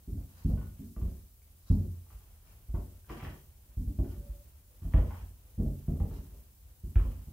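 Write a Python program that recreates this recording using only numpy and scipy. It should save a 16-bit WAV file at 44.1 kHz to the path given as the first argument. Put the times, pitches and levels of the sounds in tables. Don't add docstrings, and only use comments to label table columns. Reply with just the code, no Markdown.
import sys
import numpy as np
from scipy import signal
from scipy.fft import rfft, irfft, next_fast_len
from scipy.io import wavfile
from scipy.ndimage import uniform_filter1d

SR = 44100
rng = np.random.default_rng(int(sys.argv[2]) if len(sys.argv) > 2 else 0)


def voltage_ratio(decibels):
    exponent = np.asarray(decibels, float) / 20
    return 10 ** exponent


def master(y):
    cut = np.clip(np.atleast_2d(y).T, -1, 1)
    pcm = np.round(cut * 32767)
    wavfile.write(sys.argv[1], SR, pcm.astype(np.int16))


N = 322812

# (frequency [Hz], correlation [0-1])
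LIKENESS = [(50, 1), (125, 0.99), (250, 0.96), (500, 0.82), (1000, 0.46), (2000, .0), (8000, 0.071)]


def rms_one(x):
    return x / np.sqrt(np.mean(x ** 2) + 1e-20)


def at_hz(points, hz):
    point_hz, values = np.array(points).T
    return np.interp(np.log(hz), np.log(point_hz), values)


def bin_hz(size):
    return np.maximum(np.fft.rfftfreq(size, 1 / SR), 10)


def at_samples(t, values):
    return np.interp(np.arange(N) / SR, t, values)


def drift(rate_hz):
    pole = np.exp(-80 * np.pi * rate_hz / SR)
    noise = rng.standard_normal(N // 40 + 2002)
    slow = signal.lfilter([1], [1, -2 * pole, pole * pole], noise)[2000:]
    return np.interp(np.arange(N) / 40, np.arange(len(slow)), rms_one(slow))


def smoothed(x, time_s):
    pole = np.exp(-1 / (time_s * SR))
    return signal.lfilter([1 - pole], [1, -pole], x)


def ring(clicks, hz, t60_s):
    pole, turn = voltage_ratio(-60 / (t60_s * SR)), 2 * np.pi * hz / SR
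    return signal.lfilter([0, np.sin(turn)], [1, -2 * pole * np.cos(turn), pole * pole], clicks + 1e-18)


def band(x, low_hz, high_hz):
    sos = signal.butter(3, [low_hz, high_hz], "band", fs=SR, output="sos")
    return signal.sosfilt(sos, x + 1e-18)


def burst(at_s, level_db, t60_s, low_hz, high_hz, rise_s):
    clicks = np.zeros(N)
    clicks[(at_s * SR).astype(int)] = voltage_ratio(level_db)
    decay = signal.lfilter([1], [1, -voltage_ratio(-60 / (t60_s * SR))], clicks)
    noise = rng.standard_normal(N) * smoothed(decay, rise_s)
    return band(noise, low_hz, high_hz) * np.sqrt(SR / 2 / (high_hz - low_hz))


def swells(rows, fade_db_per_s):
    t = np.arange(0, N + 64, 64) / SR
    s, rise_s, hold_s, level_db = np.transpose(rows)[:4, :, None]
    rise_loss_db = 25 * np.maximum(s - t, 0) / np.maximum(rise_s, 0.004)
    fade_loss_db = fade_db_per_s * np.maximum(t - s - hold_s, 0)
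    return t, voltage_ratio(level_db - np.minimum(rise_loss_db + fade_loss_db, 120))


def coloured(spectrum, alike):
    hz = bin_hz(N)
    mid, side = rfft(rng.standard_normal((2, N))) * voltage_ratio(at_hz(spectrum, hz))
    alike = np.clip(alike * at_hz(LIKENESS, hz), 0, 1)
    return rms_one(irfft(np.sqrt(1 + alike) * mid + np.sqrt(1 - alike) * side * [[1], [-1]], N))


def rumble(riding_db):
    # (frequency [Hz], density [dB per Hz])
    colour = [(15, -53), (25, 5), (75, 1), (98, -5), (140, -16.5), (255, -24.5), (1640, -36), (3000, -36.5),
              (3900, -40.5), (6600, -82)]
    return voltage_ratio(-54 + 0.67 * riding_db + 1.3 * drift(5.6)) * coloured(colour, alike=0.97)


def hiss(open_db):
    # (frequency [Hz], density [dB per Hz])
    colour = [(900, -37), (2500, -12.5), (4200, -5), (8600, -1), (12000, 2), (15000, 5), (15800, 2)]
    return voltage_ratio(-64 + open_db + 0.7 * drift(40)) * coloured(colour, alike=0)


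def gate(x):
    from_db, range_db, share = -77.5, 20.5, 0.14
    duck_ahead_s, duck_share = 0.035, 0.13
    fall_db = 179 * np.arange(N) / SR
    power = uniform_filter1d(band(x, 300, 2000) ** 2, size=1323)
    level_db = 10 * np.log10(power + 1e-12)
    held_db = np.maximum.accumulate(level_db + fall_db) - fall_db
    open_db = smoothed(share * np.clip(held_db - from_db, 0, range_db), 0.021)
    coming_db = np.interp(np.arange(N) + duck_ahead_s * SR, np.arange(N), open_db)
    return open_db - duck_share * np.maximum(coming_db - open_db, 0)


def hut(x, side_db):
    # (frequency [Hz], t60 [s])
    decay = [(200, 0.46), (800, 0.45), (1500, 0.31), (2700, 0.39), (6000, 0.22)]
    t = np.arange(SR // 2 + 8000) / SR
    edges_hz = 30 * 2 ** np.arange(0, 9.1, 1)
    white = rng.standard_normal((2, 6, 2, len(t)))
    tails = 0
    for k, (low_hz, high_hz) in enumerate(zip(edges_hz, edges_hz[1:])):
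        t60_s = at_hz(decay, np.sqrt(low_hz * high_hz))
        envelope = voltage_ratio(-60 * t / t60_s) * np.sqrt(14 / t60_s / SR) * (t > 0.004)
        tails = tails + band(white[k % 2] * envelope, low_hz, high_hz)
    size = next_fast_len(N + SR)
    places = np.arange(0, N + 8192, 8192)
    mid, side = 0, 0
    for k, tail in enumerate(tails):
        share = np.interp(np.arange(N), places, np.arange(len(places)) % 6 == k)
        wet_mid, wet_side = rfft(x * np.sqrt(share), size) * rfft(tail, size)
        mid, side = mid + wet_mid, side + wet_side
    alike = np.clip(at_hz(LIKENESS, bin_hz(size)), 0, 1)
    side = side * voltage_ratio(side_db) * np.sqrt((1 - alike) / (1 + alike))
    return irfft([mid + side, mid - side], size)[:, :N]


def creak(rows):
    t, gains = swells(rows, fade_db_per_s=218)
    hz = at_samples(t, np.array(rows)[np.argmax(gains, axis=0), -1])
    phase = 2 * np.pi * np.cumsum(hz * (1 + 0.011 * drift(25.8))) / SR
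    return at_samples(t, gains.sum(axis=0)) * voltage_ratio(2.5 + 3.5 * drift(30)) * np.sin(phase)


def creaks():
    # (full level at [s], rise [s], hold [s], level [dB], pitch [Hz])
    long_creaks = [
        (4.16, 0.066, .26, -66.5, 572),
        (4.5, 0.045, 0.26, -78, 584),
    ]
    short_creaks = [
        (0.578, .005, 0.093, -70, 1470),
        (4.72, .07, 0.03, -70.5, 502),
        (5.44, 0.051, 0.11, -75, 508),
        (6.67, .04, .08, -76, 515),
    ]
    return creak(long_creaks) + creak(short_creaks)


def scuffs():
    # (full level at [s], rise [s], hold [s], level [dB], brightness [dB])
    drags = [(0.39, 0.29, 0.059, -52.5, -6), (0.6, 0.1, 0.063, -66, -11), (0.972, 0, 0.017, -60, -16),
             (1.08, 0.0058, 0.11, -72, 12), (1.68, 0.15, .015, -55.5, 0), (2.11, .06, 0.022, -54, -16),
             (2.16, 0.033, 0.19, -66, -8), (2.451, 0.039, .012, -52, -8),
             (3.089, 0.029, 0.055, -39.5, -15.5), (3.22, .04, 0.071, -49, -10.5),
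             (4.087, .13, 0.014, -51, -12.5), (4.82, 0.1, .02, -57.5, -15), (4.912, 0, 0.097, -52.5, -14),
             (5.113, 0.13, 0.074, -52, -15), (6, 0.058, .03, -61, -19), (6.112, 0.088, 0.017, -49.5, -7),
             (6.977, 0, 0.09, -57, -14), (7.134, 0.12, 0.13, -59, -12)]
    # (frequency [Hz], density [dB per Hz])
    colour = [(150, 6), (300, -8.5), (600, -7.5), (1100, -7), (1600, -12), (2200, -17.5), (3300, -14.5),
              (3800, -53.5), (5500, -53.5), (9000, -62), (12000, -57)]
    t, gains = swells(drags, fade_db_per_s=143)
    bright = voltage_ratio(np.minimum(np.array(drags)[:, -1], 0) - 0.5)
    clicks = rng.random(N) < 2500 / SR
    sizes = voltage_ratio(6.3 * np.minimum(rng.exponential(1, N), 5))
    grit = clicks * sizes * rng.choice([-1, 1], N)
    hz = bin_hz(N)
    grit = rfft(grit) * voltage_ratio(at_hz(colour, hz))
    body = rms_one(irfft(grit * (hz < 3750), N))
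    top = rms_one(irfft(grit * (hz >= 3750), N))
    mix = at_samples(t, gains.sum(axis=0)) * body + at_samples(t, bright @ gains) * top
    return voltage_ratio(-6 + 2.5 * drift(27)) * mix


def cracks():
    # (time [s], level [dB], pitch over lowest band [octaves], t60 [s])
    strikes = [(0.5741, -53, 0.67, 0.049), (0.789, -64.5, 1.7, 0.051), (0.9624, -52.5, 0.47, 0.038),
               (1.0146, -54, 0.41, .03), (2.065, -64, .15, 0.035), (2.1021, -55.5, 0.52, 0.036),
               (2.4712, -61, 1.4, 0.034), (2.746, -51.5, 0.3, 0.12), (3.0968, -39, .6, 0.042),
               (3.9873, -55, 1.05, 0.017), (4.9363, -37.5, 0.58, 0.062), (5.1057, -46, 0.57, .05),
               (5.8779, -52, 0.71, 0.016), (6.0005, -46.5, 0.37, 0.016), (6.1096, -54.5, 0.65, 0.079),
               (6.9561, -41, 0.87, 0.052)]
    # (time [s], level [dB], pitch over lowest band [octaves])
    skids = [(0.614, -56, 0.42), (0.661, -68, 0.68), (3.1987, -42, 0.7), (3.224, -45, 0.94),
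             (3.247, -43, 0.96), (3.2686, -45.5, 0.78), (3.2994, -56, 0.97), (4.042, -58, .85),
             (4.975, -43.5, 0.8), (5.019, -54, .05), (5.1414, -51, 0.53), (5.197, -63, 0.87),
             (6.9948, -48, 0.32), (7.0504, -57.5, .1), (7.11, -60, 1)]
    # (time [s], level [dB], pitch [Hz])
    ticks = [
        (1.4193, -60.5, 2270),
        (3.046, -58.5, 1570),
    ]
    out, t = np.zeros(N), np.arange(SR // 4) / SR
    events = sorted(strikes + [(*row, 0.059) for row in skids])
    noise = rng.standard_normal((len(events), len(t)))
    for (s, level_db, octave, t60_s), grit in zip(events, noise):
        over = np.array([0, 0.85, 1.5]) - octave
        low_db, mid_db, top_db = level_db - np.maximum(14 * over, -10 * over)
        strike = grit * voltage_ratio(-60 * t / t60_s) + 4.1 * (t == 0)
        crack = voltage_ratio(low_db + 19.5) * band(strike, 740, 1280)
        crack += voltage_ratio(mid_db + 9.5) * band(strike, 1390, 1990)
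        crack += voltage_ratio(top_db + 11.5) * band(strike, 2260, 3240)
        start = int(s * SR)
        out[start:][:len(t)] += crack[:N - start]
    for s, level_db, hz in ticks:
        click = 1.0 * (np.arange(N) == int(s * SR))
        out += voltage_ratio(level_db + 5) * ring(click, hz, 0.013)
    return out


def contacts():
    # (time [s], boom [dB], joist [dB], board [dB], knock [dB])
    landings = [(0.073, -25, -45, -29, -56), (0.445, -20, -22, -24, -53), (0.529, -29, -23, -36, -46),
                (0.79, -38, -44.5, -32, -61), (0.962, -21, -52, -33.5, -50), (1.015, -21, -28, -36.5, -49),
                (1.697, -14, -15, -21, -41), (2.68, -13, -92, -46, -55.5), (2.736, -19, -28, -34.5, -42),
                (3.097, -32.5, -42, -41, -40), (3.223, -52, -38.5, -38, -44),
                (3.767, -18, -28, -32.5, -55.5), (3.868, -20, -33, -32.5, -55.5),
                (3.984, -17, -25, -27, -42), (4.844, -19, -32.5, -38, -52), (4.937, -6.5, -19.5, -26, -33),
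                (5.575, -39, -27.5, -29.5, -48.5), (5.594, -36, -20, -28, -43),
                (5.878, -29, -22.5, -26.5, -41.5), (6.0, -20, -26.5, -30, -36.5),
                (6.109, -27, -40.5, -40.5, -45), (6.833, -27, -34, -41, -63), (6.954, -6, -21, -37, -43),
                (7.048, -18.5, -39, -40.5, -48.5)]
    # (time [s], boom [dB], joist [dB], knock [dB])
    settlings = [(0.114, -43, -31, -80), (0.173, -27.5, -41, -55), (0.491, -20, -41.5, -41.5),
                 (0.575, -42, -36, -50.5), (0.848, -46, -48, -78), (1.047, -19.5, -35.5, -51.5),
                 (1.743, -25, -30, -51), (1.788, -24, -30.5, -49.5), (2.138, -30.5, -59, -83),
                 (2.779, -25, -46, -47), (3.268, -37, -41.5, -53), (3.822, -31, -41, -75),
                 (4.04, -43, -42, -46), (4.171, -27.5, -41, -58), (4.288, -24, -46, -62),
                 (4.815, -50, -35.5, -64), (4.982, -11, -36, -38.5), (5.104, -40, -71, -54.5),
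                 (5.219, -29, -44, -65), (5.615, -34, -26, -60), (5.645, -20, -35, -46.5),
                 (5.68, -24, -45, -69), (5.954, -39, -31, -48), (6.179, -31, -40.5, -60),
                 (6.319, -34.5, -47.5, -55.5), (7.16, -56, -42, -70), (7.267, -39, -35, -61)]
    settled = [(s, boom_db, joist_db, joist_db - 8, knock_db)
               for s, boom_db, joist_db, knock_db in settlings]
    return np.array([(*row, row[-1] - 18) for row in sorted(landings + settled)])


def part_db(hz):
    part_hz = [50, 90, 230, 480, 950]
    return np.array([np.interp(np.log(hz), np.log(part_hz), row[1:]) for row in contacts()])


def knocks():
    # (low edge [Hz], high edge [Hz], t60 [s], level [dB])
    bands = [(164.3, 276, 0.15, -4), (282, 394, 0.12, -1.5), (399, 697, 0.081, 3.5), (703, 1320, 0.058, 0)]
    at_s = contacts()[:, 0]
    out = np.zeros(N)
    for low_hz, high_hz, t60_s, trim_db in bands:
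        level_db = part_db(np.sqrt(low_hz * high_hz)) + trim_db
        out += burst(at_s, level_db, t60_s, low_hz, high_hz, rise_s=0.0015)
    return out


def floor_modes():
    # (frequency [Hz], level [dB], t60 [s])
    modes = [(63.7, -4.5, 0.12), (42.5, -44, 0.45), (45.5, -2, 0.15), (52.53, 4, 0.44), (60.2, 2, 0.42),
             (68.5, 3, 0.41), (83.2, -1, 0.6), (87.45, 6, 0.64), (96.14, 4.5, 0.34), (109.6, 5, 0.33),
             (137.9, 3, 0.6), (154.27, 3.5, 0.47), (164.35, 5.5, 0.28), (180.7, -0.5, 0.47),
             (198.8, -8.5, 0.57), (212.4, 2.5, 0.47), (238.2, -1, 0.33), (265, -6, 0.5), (280, 3.5, 0.48),
             (324.7, -0.5, 0.06)]
    at_s = contacts()[:, 0]
    chance = rng.standard_normal((len(at_s), 2, len(modes)))
    out = np.zeros(N)
    for k, (hz, level_db, t60_s) in enumerate(modes):
        late_s = 0.002 + 0.0016 * abs(chance[:, 1, k])
        luck_db = min(hz / 50, 4) * np.clip(chance[:, 0, k], -1.5, 1.5)
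        clicks = np.zeros(N)
        clicks[((at_s + late_s) * SR).astype(int)] = voltage_ratio(part_db(hz) + level_db - 10 + 0.025 * hz + luck_db)
        out += ring(clicks, hz, t60_s)
    out = signal.sosfilt(signal.butter(1, 70, fs=SR, output="sos"), out)
    return signal.sosfilt(signal.butter(4, 330, fs=SR, output="sos"), out)


def scene():
    low = floor_modes() + creaks()
    dull, sharp = knocks() + scuffs(), cracks()
    direct = low * voltage_ratio([[-0.25], [0.25]]) + voltage_ratio(-6.5) * dull + voltage_ratio(-1.5) * sharp
    room = voltage_ratio(-9.5) * hut(low, side_db=8.5) + voltage_ratio(-1) * hut(dull + sharp, side_db=2.1)
    steps = direct + room
    open_db = gate(steps.mean(axis=0))
    riding_db = open_db - 2.5
    return voltage_ratio(1.38 * riding_db - 3) * steps + rumble(riding_db) + hiss(open_db)


def top_cut(x):
    return signal.sosfilt(signal.butter(12, 16720, fs=SR, output="sos"), x)


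def record(dry):
    x = signal.sosfilt(signal.butter(4, 43, "high", fs=SR, output="sos"), dry)
    x = irfft(rfft(x) * (np.fft.rfftfreq(N, 1 / SR) < 15780), N)
    return top_cut(x)


dry = scene()
out = record(dry)
master(out)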